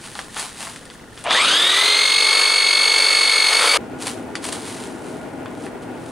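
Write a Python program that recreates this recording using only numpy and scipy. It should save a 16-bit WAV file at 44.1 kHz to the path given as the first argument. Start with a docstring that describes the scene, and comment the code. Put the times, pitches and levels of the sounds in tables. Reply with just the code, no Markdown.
"""Plastic sheet and drill at a workshop bench

Close to a stereo microphone a hand rustles thin plastic; then an electric drill spins up and bores into
a mould. Its reduction gear whines and throbs once a chuck turn, the teeth clatter in the housing, the
cooling fan hisses, and a limiter holds it all down. A hard cut leads to a second scene: louder room air,
more plastic, small clicks."""
import sys
import numpy as np
from scipy import signal
from scipy.fft import rfft, irfft
from scipy.io import wavfile
from scipy.ndimage import uniform_filter1d

SR = 44100
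rng = np.random.default_rng(int(sys.argv[2]) if len(sys.argv) > 2 else 0)


def digitize_waveform(pressure):
    """Quantize a signal to 16-bit integers and store it at the path in sys.argv[1].

    Rows of a 2-D input are taken as channels; values are limited to [-1, 1].
    """
    field = np.atleast_2d(pressure).T
    bounded = np.clip(field, -1, 1)
    quanta = np.round(bounded * 32767).astype(np.int16)
    wavfile.write(sys.argv[1], SR, quanta)


N = 269451
T = np.arange(N) / SR
HZ = np.fft.rfftfreq(N, 1 / SR)
TRIGGER_S, CUT_S = 1.24, 3.7745
PINION_TEETH, GEAR_TEETH, WHISTLE_ORDER = 5, 46, 35


def amp(db):
    """Decibels to gain."""
    return 10 ** (np.asarray(db) / 20)


def unit(x):
    """Scales to rms 1."""
    return x / np.sqrt(np.mean(x ** 2) + 1e-20)


def curve_at(points, hz, resonances=()):
    """Reads a curve on a log-frequency axis, plus bell-shaped resonances."""
    freqs, values = np.transpose(points)
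    bells = sum(db * np.exp(-((hz - centre) / width) ** 2) for centre, width, db in resonances)
    return np.interp(np.log(hz + 1), np.log(freqs + 1), values) + bells


def colour(x, spectrum, resonances=()):
    """Causal filter with the given spectrum: a click rings after it lands."""
    hz = abs(np.fft.fftfreq(8192, 1 / SR))
    log_gain = np.log(amp(curve_at(spectrum, hz, resonances)))
    taps = np.fft.ifft(np.exp(np.conj(signal.hilbert(log_gain)))).real
    return signal.oaconvolve(x, taps[:len(taps) // 2])[:N]


def drift(rate_hz):
    """Random wander of rms 1, mostly slower than rate_hz."""
    return unit(irfft(rfft(rng.standard_normal(N)) / (1 + (HZ / rate_hz) ** 4), N))


def steady(x, size=2001):
    """Takes the slow level out of x, leaving its grain."""
    return x / np.sqrt(abs(uniform_filter1d(x ** 2, size)) + 1e-5 * np.mean(x ** 2))


# Room tone of the workshop in each scene: (frequency [Hz], relative level [dB])
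FIRST_ROOM_TONE = [(20, -15), (55, -14.5), (120, -11), (215, -7.5), (350, -13), (480, -16), (1300, -21),
                   (1800, -23), (2300, -28), (3200, -28.5), (6500, -34), (9500, -40), (15500, -44)]
SECOND_ROOM_TONE = [(15, -50), (25, -32), (107, -9), (209, -7), (253, -1), (598, -8.5), (804, -11),
                    (1140, -19), (1450, -20.5), (1570, -20.5), (2420, -25.5), (3830, -37), (7500, -42.5),
                    (11200, -47), (15500, -48)]
# Ventilation resonances and one dip: (frequency [Hz], width [Hz], gain [dB])
DUCT_RESONANCES = [(55.6, 5.8, 3.5), (108, 7, 5), (252, 12, 1.5), (597, 126, -3.5), (641, 20, 6.5),
                   (825, 13, 3.5), (1436, 37, 8.5)]
# How alike the room tone is at the two microphone ports: (frequency [Hz], coherence [0..1])
ROOM_COHERENCE = [(60, 0.88), (300, 0.83), (700, 0.65), (1400, 0.74), (6000, 0.22), (15000, 0.14)]

def room_air(spectrum, db):
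    """Ventilation rumbles all round the microphone, partly alike at its two ports."""
    left, independent = rfft(rng.standard_normal((2, N)))
    coherence = np.clip(curve_at(ROOM_COHERENCE, HZ), 0, 1)
    right = coherence * left + np.sqrt(1 - coherence ** 2) * independent
    rumble = irfft(np.array([left, right]) * amp(curve_at(spectrum, HZ, DUCT_RESONANCES)), N)
    flutter = amp(.7 * drift(12))
    return amp(db) * unit(rumble) * flutter


def chirr(hz=1790, pulses_per_s=23, db=-53):
    """A faint, quickly pulsing squeak somewhere in the shop."""
    pulses = np.exp(2.1 * np.cos(2 * np.pi * pulses_per_s * T + 0.48 * drift(3)))
    squeak = np.cos(2 * np.pi * hz * T + 2.2 * drift(120))
    return amp(db) * unit(pulses * squeak)


# Strokes of the hand on the plastic: (peak time [s], level [dB], rise [s], fade [s])
HAND_STROKES = [(0.055, -37.5, 0.054, 0.07), (0.19, -38, 0.1, 0.096), (0.396, -29, 0.044, 0.082),
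                (0.616, -33, 0.051, 0.13), (0.94, -45, 0.046, 0.032), (1.2, -41.5, 0.066, 0.071),
                (4.013, -34, 0.015, 0.11), (4.07, -25.5, 0.0082, 0.032), (4.445, -28.5, 0.013, 0.034),
                (4.492, -31, 0.016, 0.012), (4.528, -30, 0.011, 0.041), (4.68, -36, 0.14, 0.2),
                (4.84, -40.5, 0.1, 0.058), (5.08, -45, 0.11, 0.21), (5.66, -42.5, 0.1, 0.03),
                (5.83, -43.5, 0.013, 0.011), (6.09, -45.5, 0.14, 0.07)]
# The sheet crumpled and lightly brushed: (frequency [Hz], relative level [dB])
CRUMPLE_SPECTRUM = [(100, -53), (400, -3.5), (900, 4), (1600, 0), (3000, 0), (4500, -1), (5500, -4.5),
                    (8000, -2.5), (9800, 0.5), (11300, -12), (15500, -22)]
BRUSH_SPECTRUM = [(100, -22), (500, 16), (1500, -10), (3000, 1.5), (5500, -4.5), (7500, -2), (9700, 1.5),
                  (11300, -14), (15500, -21)]

def plastic(snaps_per_s=900, spread_db=3.5, slide=0.91, resting_db=-53.5):
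    """Plastic on the bench: tiny buckling snaps over a sliding hiss, swelling with each stroke."""
    power = amp(resting_db) ** 2  # the sheet never quite rests under the hand
    for peak_s, db, rise_s, fade_s in HAND_STROKES:
        stroke = np.exp(-np.maximum((peak_s - T) / rise_s, (T - peak_s) / fade_s))
        power = power + (amp(db) * stroke) ** 2
    level_db = 10 * np.log10(power)
    snaps = (rng.random(N) < snaps_per_s / SR) * rng.choice([-1, 1], N)
    sizes = amp(spread_db * np.minimum(rng.exponential(1, N), 4))
    grain = unit(steady(snaps * sizes, size=1501) + slide * rng.standard_normal(N))
    crumpled = amp(2.5) * unit(colour(grain, CRUMPLE_SPECTRUM))
    brushed = amp(-.5) * unit(colour(grain, BRUSH_SPECTRUM))
    firmness = np.clip((level_db + 50.5) / 16, 0, 1)
    drill_off = (T < TRIGGER_S) | (T > CUT_S)
    return (firmness * crumpled + (1 - firmness) * brushed) * amp(level_db) * drill_off


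# Snaps of the sheet, the trigger and small parts at the bench:
# (time [s], peak level [dB], low tilt [dB], high tilt [dB], crack decay [s])
BENCH_CLICKS = [(0.153, -18, -5, -15, 0.0011), (0.191, -13, -4, -12, 0.0015),
                (0.366, -17.5, -7, -30, 0.0011), (0.396, -13.5, -17, -4, 0.00081),
                (0.671, -22, 7, -18, 0.00089), (0.761, -21, -10, -11, 0.001),
                (0.855, -27, -15, -6, 0.00085), (0.901, -26.5, -16, -19, 0.001),
                (1.176, -26, -19, -24, 0.001), (1.24, -21, -18, -1, 0.00083), (1.308, -3, -10, -30, 0.0012),
                (4.024, -18, -32, -5, 0.001), (4.354, -12.5, -15, -13.5, 0.001),
                (4.464, -16.5, -25, 5, 0.0011), (4.526, -15, -18, -6, 0.002), (4.676, -21, 3, -9, 0.00097),
                (5.459, -20.5, -7, -47, 0.001), (5.665, -24, 0, -33, 0.0011)]
# Body of a click: (frequency [Hz], relative level [dB])
CLICK_SPECTRUM = [(100, -17), (500, -5.5), (1100, 5.5), (2000, 4.5), (3300, -6), (5500, -2), (9800, 6.5),
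                  (11500, -28), (16000, -37)]
# Resonances and one dip of a clicked part: (frequency [Hz], width [Hz], gain [dB])
CLICK_RESONANCES = [(1110, 140, 1), (1900, 930, -3.5), (3360, 180, 8), (4630, 250, 7)]

def clicks(ring=0.39, ring_t60_s=0.11):
    """Each click is a sharp crack and a short dead ring, tilted dull or bright."""
    out = np.zeros(N + SR)
    t = np.arange(4096) / SR
    hz = np.fft.rfftfreq(len(t), 1 / SR)
    body_db = curve_at(CLICK_SPECTRUM, hz, CLICK_RESONANCES)
    for start_s, db, low_db, high_db, crack_s in BENCH_CLICKS:
        envelope = np.exp(-t / crack_s) + ring * amp(-60 * t / ring_t60_s)
        burst = rng.standard_normal(len(t)) * envelope
        tilt_db = curve_at([(1200, low_db + 7.5), (3500, 0), (7500, high_db)], hz)
        click = irfft(rfft(burst) * amp(body_db + tilt_db - 2))
        out[round(start_s * SR):][:len(t)] += amp(db) * click / abs(click).max()
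    return out[:N]


# The motor's frame: (frequency [Hz], relative level [dB])
FRAME_SPECTRUM = [(100, -20), (350, -12), (580, 0), (950, 0.5), (1400, -14.5), (3000, -6.5), (8000, -65)]

def growl(db=-22, buzz_hz=120, rise_s=0.025, fade_s=0.25):
    """The starting current shakes the frame twice a mains cycle and dies as the motor gathers speed."""
    age = np.maximum(T - TRIGGER_S, 0)
    pulses = np.exp(0.38 * np.cos(2 * np.pi * buzz_hz * age)) * rng.standard_normal(N)
    envelope = np.minimum(age / rise_s, 1) * np.exp(-age / fade_s)
    return amp(db) * envelope * steady(colour(pulses, FRAME_SPECTRUM))


# Air through the drill's vents: (frequency [Hz], relative level [dB])
VENT_SPECTRUM = [(200, -38), (1000, -2.5), (4500, -3), (5600, -5.5), (7400, -3), (8800, 3.5), (9900, 0.5),
                 (10800, -11.5), (13000, -12), (16000, -51)]

def fan(chuck):
    """Cooling air rushes through the vents."""
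    return unit(colour(rng.standard_normal(N), VENT_SPECTRUM)) * np.exp(0.049 * np.cos(chuck))


# The high whistle as it climbs: (frequency [Hz], level [dB])
MOTOR_WHISTLE = [(6600, -60), (7700, -23), (8700, -19), (10000, -25), (13000, -37), (14700, -27),
                 (15400, -40.5)]

def whistle(speed, turns, waver_db=-2.0):
    """A thin, wavering high whistle that climbs at 35 times the motor's speed."""
    tone = np.cos(2 * np.pi * WHISTLE_ORDER * turns + .4 * drift(120))
    return amp(curve_at(MOTOR_WHISTLE, WHISTLE_ORDER * speed) + waver_db * drift(5.5)) * tone


# Body of the mould under the bit: (frequency [Hz], relative level [dB])
MOULD_SPECTRUM = [(50, -21), (110, -20), (270, -23.5), (470, 3.5), (750, -2), (1300, 5), (1900, -4.5),
                  (3500, -8), (6000, -17), (15000, -45)]

def boring(chuck, chips_per_s=2500, throb=0.053):
    """Chips break off under the turning bit and sound through the mould."""
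    chips = (rng.random(N) < chips_per_s / SR) * rng.standard_normal(N)
    return steady(colour(chips * np.exp(throb * np.cos(chuck)), MOULD_SPECTRUM))


# The gear wheel slapping across its play: (frequency [Hz], relative level [dB])
SLAP_SPECTRUM = [(300, -34.5), (1200, -12.5), (2200, -15.5), (2900, -3.5), (3800, 1.5), (4200, -11),
                 (6000, -18), (9000, -13), (15000, -50)]
# Ring of the slapped wheel: (frequency [Hz], width [Hz], gain [dB])
WHEEL_RESONANCES = [(3470, 28, 6), (3734, 27, 4), (3840, 22, 4.5)]

def slap(chuck, strain, lag_rad=1.1, smear=0.85, chance=0.81, steps=900):
    """Once a chuck turn the gear drops into its play and chatters; strained, it grinds all the way round."""
    position = (chuck / (2 * np.pi) * steps).astype(int) % steps
    roughness = rng.standard_normal(steps)[position]  # alike on every turn
    chatter = roughness + chance * rng.standard_normal(N)
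    sharpness = 2.5 * (1 - smear * strain)
    burst = np.exp(sharpness * np.cos(chuck - lag_rad))
    burst /= np.sqrt(np.i0(2 * sharpness))  # the same power at any sharpness
    return unit(colour(chatter * burst * (T > TRIGGER_S), SLAP_SPECTRUM, WHEEL_RESONANCES))


# The drill's housing, which colours clatter and whine: (frequency [Hz], relative level [dB])
HOUSING_SPECTRUM = [(60, -68), (160, -36), (280, -1), (480, -6.5), (750, -9), (1150, 5.5), (1800, -2.5),
                    (2500, -1), (4700, 6), (5500, -13), (7400, -13.5), (9500, -7.5), (11000, -11),
                    (15000, -50)]
# Its resonances and one notch: (frequency [Hz], width [Hz], gain [dB])
HOUSING_RESONANCES = [(2210, 460, 7.5), (3410, 450, 5), (3940, 36, 8), (3967, 91, -14.5), (5120, 45, 10.5),
                      (6396, 310, 13.5), (8600, 320, 4.5)]

def clatter(turns, chuck, wear=0.89, throb=0.063, lag_rad=1.0, rattle_db=2.0):
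    """Teeth knock in the housing; each one's flaw returns every chuck turn, and backlash adds chance."""
    tooth = np.floor(PINION_TEETH * turns).astype(int)
    contacts = np.flatnonzero(np.diff(tooth))
    flaws = wear * unit(rng.standard_normal(GEAR_TEETH))
    knocks = np.zeros(N)
    knocks[contacts] = flaws[tooth[contacts] % GEAR_TEETH]
    backlash = rng.random(N) < np.gradient(PINION_TEETH * turns)
    knocks += backlash * rng.standard_normal(N) * amp(rattle_db * (drift(110) + 2.5))
    swell = np.exp(throb * np.cos(chuck - lag_rad))
    return steady(colour(knocks * swell, HOUSING_SPECTRUM, HOUSING_RESONANCES))


# Motor and gear-mesh partials:
# (order [x motor speed], relative level [dB], throb depth [factor], phase swing [rad])
WHINE_PARTIALS = [(1, -7, 0.15, .05), (2, -10, 0.11, 0.13), (3, -40, 0.18, 0.34), (4, -12.5, 0.14, 0.43),
                  (5, 0, 0.64, 0.77), (6, -8, 0.78, 0.25), (8, -16, 0.6, 0.85), (9, -4.5, 0.44, 2.6),
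                  (10, 3, 0.67, 1.08), (11, -8.5, 0.12, 0.6), (13, -32, 0.17, .1), (14, -6.5, 0.3, .3),
                  (15, -4, 0.34, 0.8), (16, -7, 0.17, .1), (20, -1, 0.23, 1.6), (22, -3.5, 0.31, 0.44)]

def whine(speed, turns, chuck, rasp_rad=1.28, flutter_db=1.3, run_up_flutter_db=4.5):
    """Partials climb through the housing's resonances; the off-centre gear sways them once a chuck turn."""
    out = np.zeros(N)
    wobble = chuck + .14 * drift(15)
    lopsided = np.cos(wobble) - 0.4 * np.sin(2 * wobble)
    pace = speed / speed.max()
    bounce_rad = rasp_rad * np.sqrt(np.clip(1 - pace, 0, 1)) + 0.069  # teeth bounce until up to speed
    for order, db, throb, swing_rad in WHINE_PARTIALS:
        gain = amp(db + curve_at(HOUSING_SPECTRUM, order * speed, HOUSING_RESONANCES))
        if order > 10:  # the top needs speed
            gain *= pace ** 0.97
        swell = unit(np.exp(throb * pace ** 3 * lopsided))
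        flutter = amp((flutter_db + run_up_flutter_db * (1 - pace)) * drift(114))
        phase = 2 * np.pi * (order * turns + rng.random())
        sway = swing_rad * np.sin(wobble) + bounce_rad * drift(150)
        out += gain * swell * flutter * np.cos(phase + sway)
    singing = np.clip((speed - 140) / 30, 0, 1)  # below 140 turns a second the gear only knocks
    return singing * out / out[(T > TRIGGER_S) & (T < CUT_S)].std()


# The load bends the motor's speed; it races as the bit breaks through: (time [s], speed gained [turns/s])
SPEED_BEND = [(1.75, -1), (2.08, 3.4), (2.22, 1.3), (2.4, 2.7), (2.7, -1), (3.05, 1.5), (3.5, -3.4),
              (3.7, 8.5), (3.77, 11)]
# How hard the bit is fed into the mould: (time [s], level [dB])
BIT_FEED = [(2.15, -12.5), (2.4, 3.5), (2.65, -3), (3.1, 4), (3.47, 1), (3.56, 7), (3.77, 9.5)]
# The bit catches while breaking through: (time [s], half length [s], whine gain [dB], scrape gain [dB])
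BIT_CATCHES = [(3.515, 0.016, -7, 1), (3.642, 0.043, -10, 4.5), (3.77, 0.031, -14, 4)]
# Each layer: (base level [dB], per tenfold speed [dB], at full strain [dB], share of the feed [factor])
WHINE_LAW = (-8, 12, 7, 0.55)
CLATTER_LAW = (-17, 11, 14, 0.95)
SLAP_LAW = (-18, 7, 4.5, 0)
FAN_LAW = (-20, 34, 12, 0.97)
BIT_LAW = (-21, 14, 16.5, 1.09)

def drill(working_hz=438.5, spin_up_s=0.228, slack_db=-19, engage_s=1.285, engage_rise_s=0.042):
    """The drill, close up: one shaft spins up, and its speed, strain and feed set the layers' levels."""
    running = T > TRIGGER_S
    shortfall = np.exp(-np.maximum(T - TRIGGER_S, 0) / spin_up_s)
    bend = np.interp(T, *np.transpose(SPEED_BEND))
    speed = running * np.maximum(working_hz * (1 - shortfall) + bend, 1)  # turns a second
    speed *= 1 + .0008 * drift(14)
    turns = np.cumsum(speed) / SR
    chuck = 2 * np.pi * turns * PINION_TEETH / GEAR_TEETH + 3.9  # chuck angle in radians
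    strain = np.tanh(shortfall / 0.027)  # eases within a few percent of working speed
    feed_db = np.interp(T, *np.transpose(BIT_FEED))

    controls = np.array([np.ones(N), np.log10((speed + 1) / working_hz), strain, feed_db])
    laws = np.array([WHINE_LAW, CLATTER_LAW, SLAP_LAW, FAN_LAW, BIT_LAW])
    whine_db, clatter_db, slap_db, fan_db, bit_db = laws @ controls
    for at_s, half_s, choke_db, scrape_db in BIT_CATCHES:
        catch = np.exp(-((T - at_s) / half_s) ** 2)
        whine_db += choke_db * catch
        bit_db += scrape_db * catch

    machine = amp(whine_db) * whine(speed, turns, chuck)
    machine += amp(clatter_db) * clatter(turns, chuck)
    machine += amp(slap_db) * slap(chuck, strain)
    machine += amp(fan_db) * fan(chuck) + whistle(speed, turns)
    slack = np.clip(1 - (T - engage_s) / engage_rise_s, 0, 1)  # quiet until the gears take up their play
    return running * (amp(slack_db * slack) * machine + amp(bit_db) * boring(chuck) + growl())


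# Reverberation of the workshop: (frequency [Hz], time to fall 60 dB [s])
WORKSHOP_T60 = [(200, 0.95), (2000, 0.17), (10000, 0.32)]

def workshop(x, wet_db):
    """Direct sound from the bench plus a diffuse tail, different at each microphone port."""
    hz, t, noise = signal.stft(rng.standard_normal((2, SR // 2)), SR, nperseg=256)
    decay = amp(-60 * t / curve_at(WORKSHOP_T60, hz)[:, None]) * (t > .003)
    tail = signal.istft(noise * decay, SR, nperseg=256)[1]
    tail /= np.linalg.norm(tail[0])
    return x + amp(wet_db) * signal.fftconvolve(x[None], tail, axes=1)[:, :N]


def scene():
    """Two scenes at the bench, joined by a hard cut that ends the drilling."""
    handling = workshop(plastic() + clicks(), wet_db=-11.0)
    first = workshop(drill() + chirr(), wet_db=-13.5) + room_air(FIRST_ROOM_TONE, db=-42.5)
    second = room_air(SECOND_ROOM_TONE, db=-32)
    cut = np.clip((T - CUT_S) * 1000 + 1, 0, 1)  # 1 ms crossfade
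    return handling + (1 - cut) * first + cut * second


def limiter(x, threshold_db=-15, slope=0.94, recovery_db_per_s=25):
    """Turns loud sound down at once and recovers slowly."""
    power_db = 10 * np.log10(abs(uniform_filter1d((x ** 2).mean(0), size=900)) + 1e-12)
    recovery_db = np.arange(x.shape[1]) / SR * recovery_db_per_s
    held_db = np.maximum.accumulate(power_db + recovery_db) - recovery_db
    over_db = np.maximum(held_db - threshold_db, 0)
    return x * amp(-slope * uniform_filter1d(over_db, size=200))


# Balance of the two microphone ports: (frequency [Hz], left minus right [dB])
PORT_BALANCE = [(100, -1.3), (200, 0.3), (380, 3.5), (700, 2.5), (1300, 1.4), (3000, 0), (8000, 1),
                (15000, -2.5)]
# Phase between the ports: (frequency [Hz], left minus right [rad])
PORT_PHASE_SHIFT = [(100, 0), (10200, -.1), (10800, -.6), (12100, -1.9), (15000, -2.1)]

def record(dry):
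    """The stereo microphone: port colour, a limiter in each scene, rounded peaks, then the band limit."""
    left_gain = amp(curve_at(PORT_BALANCE, HZ) / 2) * np.exp(1j * curve_at(PORT_PHASE_SHIFT, HZ) / 2)
    ports = irfft(rfft(dry) * np.array([left_gain, 1 / left_gain]), N)
    scenes = np.split(ports, [round(CUT_S * SR)], axis=1)
    held = np.hstack([limiter(part) for part in scenes])
    rounded = held / (1 + (held / .85) ** 6) ** (1 / 6)
    lowpass = signal.firwin(511, 15850, window=("kaiser", 9), fs=SR)
    return signal.oaconvolve(rounded, lowpass[None], "same")


dry = scene()
out = record(dry)
digitize_waveform(out)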